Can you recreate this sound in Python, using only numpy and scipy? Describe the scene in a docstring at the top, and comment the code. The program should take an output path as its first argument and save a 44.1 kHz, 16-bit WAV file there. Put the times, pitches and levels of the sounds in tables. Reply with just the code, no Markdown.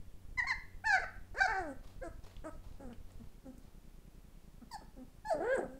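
"""Puppies in an echoing room

Young puppies yelp with open mouths and whimper through the nose: sums of overtones shaped by a throat.
Paws rustle and claws tick on a mat: shaped noise. The camera's own supply leaks into its microphone:
it sags while the focus motor hunts, then dips on two ten-a-second clocks, often in pairs.
A steady hiss of filtered noise lies under all; the room's echo is noise that decays band by band."""
import sys
import numpy as np
from scipy import signal
from scipy.fft import rfft, irfft, next_fast_len
from scipy.io import wavfile
from scipy.ndimage import map_coordinates

SR = 44100
rng = np.random.default_rng(int(sys.argv[2]) if len(sys.argv) > 2 else 0)


def dump(signal):
    """Clip the signal to [-1, 1] and save it as 16-bit WAV at the path in sys.argv[1]."""
    limited = np.clip(np.atleast_2d(signal).T, -1, 1)
    pcm = np.round(limited * 32767).astype(np.int16)
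    wavfile.write(sys.argv[1], SR, pcm)


N = 255339  # samples
TOP_HZ = 15710  # band limit

# Focus motor runs. Each row: start in seconds, length in seconds.
MOTOR_RUNS = [(-0.03, 0.11), (0.14, 0.11), (0.285, 0.0058), (0.312, 0.014), (0.357, 0.0054),
              (0.381, 0.0066), (0.417, 0.0052), (0.448, 0.11), (0.576, 0.0081), (0.637, 0.11),
              (0.766, 0.099), (0.892, 0.1), (1.017, 0.0271), (1.064, 0.1), (1.179, 0.007), (1.213, 0.1),
              (1.331, 0.0063), (1.384, 0.0141), (1.427, 0.0081), (1.484, 0.025), (1.52, 0.0132),
              (1.594, 0.014), (1.614, 0.0052), (1.648, 0.11), (1.757, 0.0086), (1.795, 0.015),
              (1.858, 0.104), (1.979, 0.0081), (2.008, 0.012), (2.075, 0.013), (2.105, 0.0059),
              (2.144, 0.014), (2.186, 0.0061), (2.237, 0.13), (2.38, 0.0131), (2.421, 0.11), (2.552, 0.027),
              (2.593, 0.071), (2.67, 0.014), (2.71, 0.0056), (2.742, 0.11), (2.873, 0.11), (3.004, 0.0054),
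              (3.047, 0.1082), (3.177, 0.061), (3.241, 0.03)]
# Clocks of supply dips. Each row: first beat in seconds, mean depth in dB ahead of DIP_GAIN_DB and
# the supply filters, chance of a double dip 0-1.
DIP_CLOCKS = [(3.347, -46, 0.9), (3.381, -43.5, 0.4)]
DIP_PERIOD_S, DIP_SCATTER_S, DIP_SCATTER_DB, DOUBLE_GAP_S = 0.1, 0.00315, 1, 0.0053
MOTOR_STEPS_HZ, DIP_GAIN_DB, DIP_DECAY_S = 93, 1.0, 0.0016
# Hiss spectrum. Each row: frequency in Hz, relative density in dB per Hz.
HISS_SPECTRUM = [(30, -3.5), (100, -17), (300, -20.5), (700, -28.5), (1500, -34.5), (4000, -39.5),
                 (15500, -43.5)]

# Yelps, one list a call. Each row: time in seconds, pitch in Hz, level in dB ahead of VOICE_GAIN_DB,
# mouth opening 0-1, treble level in dB.
YELP_TRACKS = [
    [(0.372, 998, -43.5, 1, 0), (0.39, 1027, -34.5, 0.75, 5), (0.4, 979, -30.5, 1, -2.5),
     (0.408, 915, -26, 0.5, 2.5)],
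    [(0.437, 723, -52.5, 0.9, 6), (0.455, 770, -43, 1, 2)],
    [(0.466, 1040, -31.5, 0.6, -6), (0.482, 1110, -43.5, 0.87, 10.5), (0.499, 1025, -39, 0.67, 8.5),
     (0.506, 1015, -33, 0.85, 6), (0.521, 912.6, -32, 1, 6), (0.536, 820, -42, 0.8, 3)],
    [(0.838, 690, -42, 0.24, -7.5), (0.854, 897, -42.5, 0.5, 6.5), (0.87, 889.7, -33.5, 0.68, 13),
     (0.915, 814.5, -30, 0.87, 12.5), (0.923, 800, -36.5, 0.54, 14.5), (0.931, 786, -28, 0.86, 10),
     (0.954, 750, -29, 0.62, 6.5), (0.976, 682, -42, 1, 0.5), (0.985, 654, -26, 1, 1.5)],
    [(1.015, 722, -47, 0.25, 3.5), (1.027, 702, -48, 0.5, 2), (1.05, 605, -37.5, 0.85, -2)],
    [(1.402, 754, -29.5, 0.74, 5), (1.422, 785, -26.5, 0.9, 5.5), (1.43, 788.5, -35.5, 0.8, 8),
     (1.439, 773, -30.5, 0.73, 5), (1.452, 748, -33, 0.85, 0.5), (1.47, 680, -34.5, 0.5, 7.5)],
    [(2.01, 478, -61, 0.9, 0), (2.026, 529.1, -43.5, 0.85, -17), (2.042, 562, -46, 0.8, -14)],
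    [(4.71, 1022, -52.5, 0.9, 1), (4.724, 942, -52, 0.88, 15.5), (4.75, 869, -44, 0.56, 14.5),
     (4.767, 726, -44, 0.8, -1)],
    [(5.247, 843, -47, 0.95, 1), (5.295, 878.3, -42, 0.58, 10.5), (5.311, 703, -31.5, 0.82, 10.5),
     (5.327, 643, -33, 0.26, 8), (5.372, 575, -50, 0, -7)],
]
# Voice of each yelp. Each row: first partial at the start in dB, at the end in dB,
# tilt at the start in dB per octave, at the end in dB per octave, roughness 0-1.
YELP_TONES = [(1.5, -6.5, 1, 2, 0.02), (0.5, 10, 2, -3.5, 0.03), (4, -1.5, 6.5, 3, 0.05),
              (3, -3.5, 10.5, 2.5, 0.01), (2, -8, 1.5, 4, 0.1), (-9, -5.5, -0.5, -3, 0.02),
              (0.5, -8.5, -7.5, -8, 0), (9, 6, -1, 4.5, 0.06), (1, 12, 3.5, 4, 0.01)]
# Whimpers. Each row: start in seconds, length in seconds, pitch at the start, turn and end in Hz,
# held level in dB ahead of VOICE_GAIN_DB, mouth opening up to the turn 0-1, first partial up to the turn
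# in dB, tilt in dB per octave, roughness from the turn on 0-1.
WHIMPER_ROWS = [(0.989, 0.024, 474, 478, 456, -47, 0.06, -4.5, 6.5, 0.2),
                (2.027, 0.061, 349, 346.9, 310.4, -47, 0.3, -12, -2, 0),
                (2.437, 0.066, 265, 324.3, 290.6, -45.5, 0.17, -7.5, 1.5, 0.05),
                (2.52, 0.05, 314, 304, 294, -61, 0.5, -10, -10, 0.2),
                (2.794, 0.1026, 273, 277, 226.7, -51.5, 0.27, -1.5, -1.5, 0.11),
                (2.886, 0.0522, 270, 246, 206, -53, 0.34, 2.5, 0, 0.07),
                (3.194, 0.034, 248, 230.2, 212.4, -54, 0.23, 6.5, -2, 0.01),
                (3.449, 0.066, 279, 263.6, 253.5, -50.5, 0.32, 2.5, -4.5, 0),
                (3.569, 0.022, 271, 271, 269.2, -63.5, 0.37, 8.5, 1, 0.16),
                (4.612, 0.03, 258.3, 252, 207, -53, 0, 18, 7.5, 0.01),
                (4.806, 0.035, 334, 312.7, 223, -57, 0, -0.5, 2.5, 0.22),
                (4.961, 0.083, 276, 256.7, 252, -53.5, 0.26, 8.5, 1.5, 0.06),
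                (5.675, 0.14, 254.7, 260, 280, -55, 0.53, -9, -6, 0.08)]
TURN, HOLD_END = 0.38, 0.87  # shares of the length
START_DB, FADE_DB, WHIMPER_TREBLE_DB = -4, -9.5, -2.5  # first two relative to the held level
# roughness 0-1 at the start; share of the mouth opening left at the end; rise of the first partial
START_ROUGH, MOUTH_LEFT, HUM_DB = 0.16, 0.42, 8.5
# Whines, one list a call; the last starts and ends hoarse. Each row: time in seconds, pitch in Hz,
# level in dB ahead of VOICE_GAIN_DB, mouth opening 0-1, roughness 0-1.
WHINE_TRACKS = [
    [(1.343, 352, -44.5, 0.3, 0.21), (1.357, 400.6, -51, 0.43, 0.13), (1.389, 574, -39, 0.62, 0.01),
     (1.405, 647, -38, 0.8, 0.1)],
    [(1.472, 423, -38.5, 0.6, 0), (1.506, 457.7, -40, 0.6, 0.07), (1.536, 387.2, -39, 0.62, 0),
     (1.595, 379.4, -40, 0.53, 0.02), (1.61, 361, -42, 0.27, 0), (1.644, 323.2, -46.5, 0.34, 0),
     (1.708, 267.8, -44.5, 0.06, 0), (1.737, 267, -49, 0.1, 0.06)],
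    [(5.335, 301.6, -42, 0.33, 0.4), (5.371, 292.6, -45.5, 0.31, 0.24), (5.388, 278.3, -43, 0.5, 0.17),
     (5.421, 346.6, -39, 0.65, 0.14), (5.459, 452.4, -39.5, 0.72, 0.08), (5.533, 551, -33, 1, 0),
     (5.561, 493, -35, 0.3, 0.05), (5.57, 440, -39, 0.9, 0.08), (5.58, 399.5, -35.5, 0.3, 0.4),
     (5.6, 332.6, -37.5, 0.3, 0.49), (5.624, 291.4, -42.5, 0.9, 0.54), (5.636, 266, -44, 0, 0.4),
     (5.67, 235, -48, 0.2, 0.34)],
]
# Voice of each whine. Each row: first partial at the start in dB, at the end in dB,
# tilt at the start in dB per octave, at the end in dB per octave, treble at the loudest moment in dB.
WHINE_TONES = [(-9, -11, -0.5, 4, 8), (-16.5, -5.5, 3, -6, -2), (-14, -7.5, -3.5, -2, -3.5)]
TREBLE_PER_DB = 1  # a whine's treble grows with effort: dB lost for each dB under its loudest moment

# Throat with the mouth open: first, second and third puppy. Each row: frequency in Hz, relative gain in dB.
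OPEN_FIRST_THROAT = [(250, -10), (500, 3.5), (800, 2.5), (1120, -18.5), (1350, -11.5), (1600, 6),
                     (2100, -4), (2600, -23), (3300, -49), (4200, -20), (5400, -31), (6300, -35),
                     (7800, -45.5), (9500, -70), (15000, -63)]
OPEN_SECOND_THROAT = [(250, 0), (550, 19), (850, 1), (1150, -44.5), (1650, -5), (2300, -35), (3300, -41.5),
                      (3800, -46), (4500, -17), (5300, -31), (6200, -44), (7800, -37), (9500, -56),
                      (15000, -41.5)]
OPEN_THIRD_THROAT = [(250, 13), (550, 10), (800, 0.5), (1100, -24.5), (1650, 0), (2250, -23.5), (2800, -31),
                     (3300, -22.5), (3900, -42), (4400, -31), (5500, -62), (7800, -35), (9500, -57),
                     (15000, -68.5)]
# Throat with the mouth shut, all puppies. Each row: frequency in Hz, relative gain in dB.
SHUT_THROAT = [(250, 4.5), (600, -4), (850, -12.5), (1070, -25.5), (1270, -12), (1600, -24.5),
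               (2100, -37.5), (3300, -53), (4700, -43.5), (6200, -43), (7200, -33), (8500, -25.5),
               (10000, -39.5), (15000, -78)]
SECOND_S, THIRD_S = 4, 5.33  # calls starting from here on use the second, third puppy's throat
VOICE_GAIN_DB = 2.0

# Room echo. Each row: frequency in Hz, t60 in seconds, relative level in dB.
ROOM_DECAY = [(292, 0.37, -3.5), (800, 0.39, -1), (1760, 0.43, 3), (2906, 0.49, -2), (5400, 0.32, 1.5),
              (11900, 0.12, -1)]
ECHO_DB, LATER_FEED_DB = -5, -1.5

# Paws dragging on the mat. Each row: start in seconds, length in seconds, peak level in dB.
DRAGS = [(1.818, 0.19, -66.5), (2.223, 0.21, -64), (2.624, 0.173, -66.5), (3.034, 0.24, -76),
         (3.177, 0.19, -73.5), (3.612, 0.12, -71), (4.144, 0.031, -69)]
DRAG_PEAK, DRAG_START_DB, DRAG_END_DB = 0.39, -1.5, -15  # share of the length; levels relative to the peak
# Rustle spectrum. Each row: frequency in Hz, relative density in dB per Hz.
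MAT_SPECTRUM = [(240, -39), (400, -3), (683, -2.5), (1260, -9), (1460, -16), (4200, -14.5), (14000, -33)]
# Claw and tongue ticks. Each row: start in seconds, peak in dB, centre in Hz, t60 of the noise puff
# in seconds, width of each of two resonances as a share of the centre.
TICK_ROWS = [(2.2389, -57, 5470, 0.02, 0.49), (2.3112, -61, 2000, 0.013, 0.42),
             (2.3649, -48, 2840, 0.021, 0.54), (2.929, -51.5, 2666, 0.0307, 0.84),
             (3.1184, -57.5, 7940, 0.017, 0.43), (3.5801, -53, 8070, 0.0204, 0.68),
             (5.258, -53, 7530, 0.0144, 0.25)]


def amp(db):
    """Amplitude factor of a level in dB."""
    return 10 ** (np.asarray(db) / 20)


def unit(x):
    """x scaled to an RMS of one."""
    return x / np.sqrt(np.mean(x ** 2) + 1e-20)


def along(points, hz):
    """Interpolate (Hz, value) points on a log-frequency axis."""
    point_hz, values = np.transpose(points)
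    return np.interp(np.log(hz + 1), np.log(point_hz + 1), values)


def span(rows, fade_s):
    """First sample, per-sample columns and faded edges of one control table."""
    knots_s, *columns = np.transpose(rows)
    first = max(round(knots_s[0] * SR), 0)
    last = min(round(knots_s[-1] * SR), N)
    t = np.arange(first, last) / SR
    edge = np.clip(np.minimum(t - t[0], t[-1] - t) / fade_s, 0, 1)
    return round(t[0] * SR), [np.interp(t, knots_s, column) for column in columns], edge


def wobble(n, knots_hz):
    """Smooth random curve through Gaussian knots."""
    knots = rng.standard_normal(int(n * knots_hz / SR) + 4)
    return map_coordinates(knots, [np.arange(n) * knots_hz / SR])


def filtered(x, response):
    """x times a complex response of frequency in Hz."""
    m = next_fast_len(len(x) + SR // 2)
    spectrum = rfft(x, m) * response(np.fft.rfftfreq(m, 1 / SR))
    return irfft(spectrum, m)[:len(x)]


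def supply():
    """The rail sags and ripples while the motor steps, dips briefly, and couples in through a capacitor."""
    t = np.arange(N) / SR
    running, ripple, dips = np.zeros(N), np.zeros(N), np.zeros(N)
    for start_s, length_s in MOTOR_RUNS:
        on = (t >= start_s) & (t < start_s + length_s)
        running[on] = 1
        # each motor step draws a ramp of current that snaps back
        ripple[on] = 0.5 - (MOTOR_STEPS_HZ * (t[on] - start_s)) % 1
    for first_s, depth_db, chance in DIP_CLOCKS:
        beat_s = np.arange(first_s, (N - 1000) / SR, DIP_PERIOD_S)
        late = rng.standard_normal(len(beat_s))
        size_db = depth_db + DIP_SCATTER_DB * rng.standard_normal((2, len(beat_s)))
        double = rng.random(len(beat_s)) < chance
        # a pair is centred on its beat
        at_s = beat_s + DIP_SCATTER_S * late - DOUBLE_GAP_S / 2 * double
        dips[np.round(at_s * SR).astype(int)] += amp(size_db[0])
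        dips[np.round((at_s + DOUBLE_GAP_S) * SR).astype(int)] += double * amp(size_db[1])
    notch = np.exp(-np.abs(np.arange(-400, 401) / SR) / DIP_DECAY_S)
    load = amp(-47.0) * ripple - amp(-40.0) * running
    sag = filtered(load, lambda hz: 1 / (1 + 1j * hz / 260) ** 2)
    rail = sag - amp(DIP_GAIN_DB) * np.convolve(dips, notch, "same")
    drift = amp(-69.5) * wobble(N, 96)
    # 8 Hz high-pass, two 750 Hz low-pass poles
    return filtered(rail + drift, lambda hz: 1j * hz / (8 + 1j * hz) / (1 + 1j * hz / 750) ** 2)


def hiss():
    """Preamplifier noise and the low murmur of the room: steady noise with a falling spectrum."""
    noise = filtered(rng.standard_normal(N), lambda hz: amp(along(HISS_SPECTRUM, hz)))
    return amp(-60.5) * unit(noise)


def drifting(s, start, end):
    """A value that moves evenly from the start of a call to its end."""
    return np.interp(s, s[[0, -1]], [start, end])


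def yelp(rows, start_db, end_db, start_tilt_db, end_tilt_db, rough):
    """Control table of one yelp: drifting partial balance, constant roughness."""
    s, hz, db, mouth, treble_db = np.transpose(rows)
    chest_db = drifting(s, start_db, end_db)
    tilt_db = drifting(s, start_tilt_db, end_tilt_db)
    return np.column_stack([s, hz, db, mouth, chest_db, tilt_db, treble_db, rough + 0 * s])


def voice(rows):
    """Fold overtones through the throat; rough folds waver in pitch, smear each line and leak air."""
    start, (hz, db, mouth, chest_db, tilt_db, treble_db, rough), edge = span(rows, fade_s=0.0074)
    n, rough, mouth = len(hz), np.clip(rough, 0, 1), np.clip(mouth, 0, 1)
    hz = hz * (1 + 0.14 * rough * wobble(n, 150))
    # whole k: overtones; half k: the gaps between them
    k = np.arange(2, min(2 * TOP_HZ / hz.min(), 80))[:, None] / 2
    between = k % 1 > 0
    line_hz = k * hz
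    if start < SECOND_S * SR:
        open_throat = OPEN_FIRST_THROAT
    elif start < THIRD_S * SR:
        open_throat = OPEN_SECOND_THROAT
    else:
        open_throat = OPEN_THIRD_THROAT
    throat_db = mouth * along(open_throat, line_hz) + (1 - mouth) * along(SHUT_THROAT, line_hz)
    high = np.clip((line_hz - 2800) / 800, 0, 1)
    # the tilt hands over to the treble level across 2800-3600 Hz
    throat_db = throat_db + chest_db * (k == 1) + tilt_db * np.log2(k) * (1 - high) + treble_db * high
    # higher overtones are smeared more, most so through the nose; leaking air fills the gaps
    share = (rough + 0.002) * (1 + (line_hz / 2600) ** 2) + 0.4 * high * (1 - mouth)
    share = np.clip(share, 0, 1)
    gain = amp(throat_db) * (line_hz < TOP_HZ) * np.where(between, 0.92 * share, 1)
    gain = gain / np.sqrt(np.sum(gain ** 2, axis=0) / 2)
    share = np.where(between, 1, share)
    smear = np.array([wobble(n, 296.8) for _ in k])
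    phase = 2 * np.pi * (k * np.cumsum(hz) / SR + rng.random(k.shape))
    lines = gain * (np.sqrt(1 - share) + np.sqrt(share) * smear) * np.sin(phase)
    return start, amp(db + VOICE_GAIN_DB) * edge * lines.sum(axis=0)


def puppies():
    """All calls in their places, and their feed to the room; the later puppies lie nearer."""
    calls = np.zeros(N)
    tables = [yelp(rows, *tone) for rows, tone in zip(YELP_TRACKS, YELP_TONES)]
    tables += [whine(rows, *tone) for rows, tone in zip(WHINE_TRACKS, WHINE_TONES)]
    tables += [whimper(*row) for row in WHIMPER_ROWS]
    for rows in tables:
        start, call = voice(rows)
        calls[start:start + len(call)] += call
    # the echo is heard with wider lines than the direct voice: its feed flutters
    flutter = 0.72 + 0.41 * wobble(N, 150)
    nearness = np.where(np.arange(N) < SECOND_S * SR, 1, amp(LATER_FEED_DB))
    return calls, flutter * calls * nearness


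def room(x):
    """Echo off the walls: noise in which each frequency dies at its own speed."""
    hz, t, cells = signal.stft(rng.standard_normal(SR * 3 // 4), SR, nperseg=256)
    centre_hz, t60_s, db = np.transpose(ROOM_DECAY)
    t60_s = along(np.transpose([centre_hz, t60_s]), hz)[:, None]
    db = along(np.transpose([centre_hz, db]), hz)[:, None]
    decaying = cells * amp(db - 60 * t / t60_s) / np.sqrt(t60_s)
    tail = signal.istft(decaying, SR, nperseg=256)[1]
    tail = tail / np.sqrt(SR / (6 * np.log(10)))
    return signal.fftconvolve(np.pad(x, (200, 0)), tail)[:N]  # 200 samples late


def whimper(s, length, start_hz, turn_hz, end_hz, db, mouth, chest_db, tilt_db, rough):
    """Control table of one whimper: starts soft, turns, holds its level, fades as the mouth closes."""
    share = np.array([0, TURN, HOLD_END, 1])
    hz = np.interp(share, [0, TURN, 1], [start_hz, turn_hz, end_hz])
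    closing = np.interp(share, [TURN, 1], [0, 1])
    level_db = db + np.array([START_DB, 0, 0, FADE_DB])
    opening = mouth * (1 - (1 - MOUTH_LEFT) * closing)
    tilt_and_treble_db = np.ones((len(share), 1)) * [tilt_db, WHIMPER_TREBLE_DB]
    roughness = np.interp(share, [0, TURN], [START_ROUGH, rough])
    return np.column_stack([s + share * length, hz, level_db, opening, chest_db + HUM_DB * closing,
                            tilt_and_treble_db, roughness])


def whine(rows, start_db, end_db, start_tilt_db, end_tilt_db, treble_db):
    """Control table of one whine: drifting partial balance, treble that follows the level."""
    s, hz, db, mouth, rough = np.transpose(rows)
    bright_db = treble_db + TREBLE_PER_DB * (db - db.max())
    chest_db = drifting(s, start_db, end_db)
    tilt_db = drifting(s, start_tilt_db, end_tilt_db)
    return np.column_stack([s, hz, db, mouth, chest_db, tilt_db, bright_db, rough])


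def paws():
    """Grainy noise of paws dragging on the mat, and ticks: decaying noise puffs through resonances."""
    out = np.zeros(N)
    grain = amp(3.9 * wobble(N, 120)) * rng.standard_normal(N)
    scrape = unit(filtered(grain, lambda hz: amp(along(MAT_SPECTRUM, hz))))
    for s, length, peak_db in DRAGS:
        rows = [(s, peak_db + DRAG_START_DB),
                (s + DRAG_PEAK * length, peak_db),
                (s + length, peak_db + DRAG_END_DB)]
        start, (db,), edge = span(rows, fade_s=0.02)
        stop = start + len(db)
        out[start:stop] += amp(db) * edge * scrape[start:stop]
    t = np.arange(SR // 50) / SR
    for s, db, hz, t60_s, width in TICK_ROWS:
        puff = amp(-60 * t / t60_s) * rng.standard_normal(len(t))
        ring = filtered(puff, lambda f: (1j * f * hz * width / (hz * hz - f * f + 1j * f * hz * width)) ** 2)
        out[round(s * SR):][:len(t)] += amp(db) * ring / np.abs(ring).max()
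    return out


def scene():
    """Direct sounds, their echo, the supply leak and the hiss."""
    calls, sent = puppies()
    mat = paws()
    echo = amp(ECHO_DB) * room(sent + mat)
    return (calls + mat + echo + supply() + hiss())[None]


def record(dry):
    """The camera keeps nothing above its band limit."""
    return filtered(dry[0], lambda hz: hz < TOP_HZ)[None]


dry = scene()
out = record(dry)
dump(out)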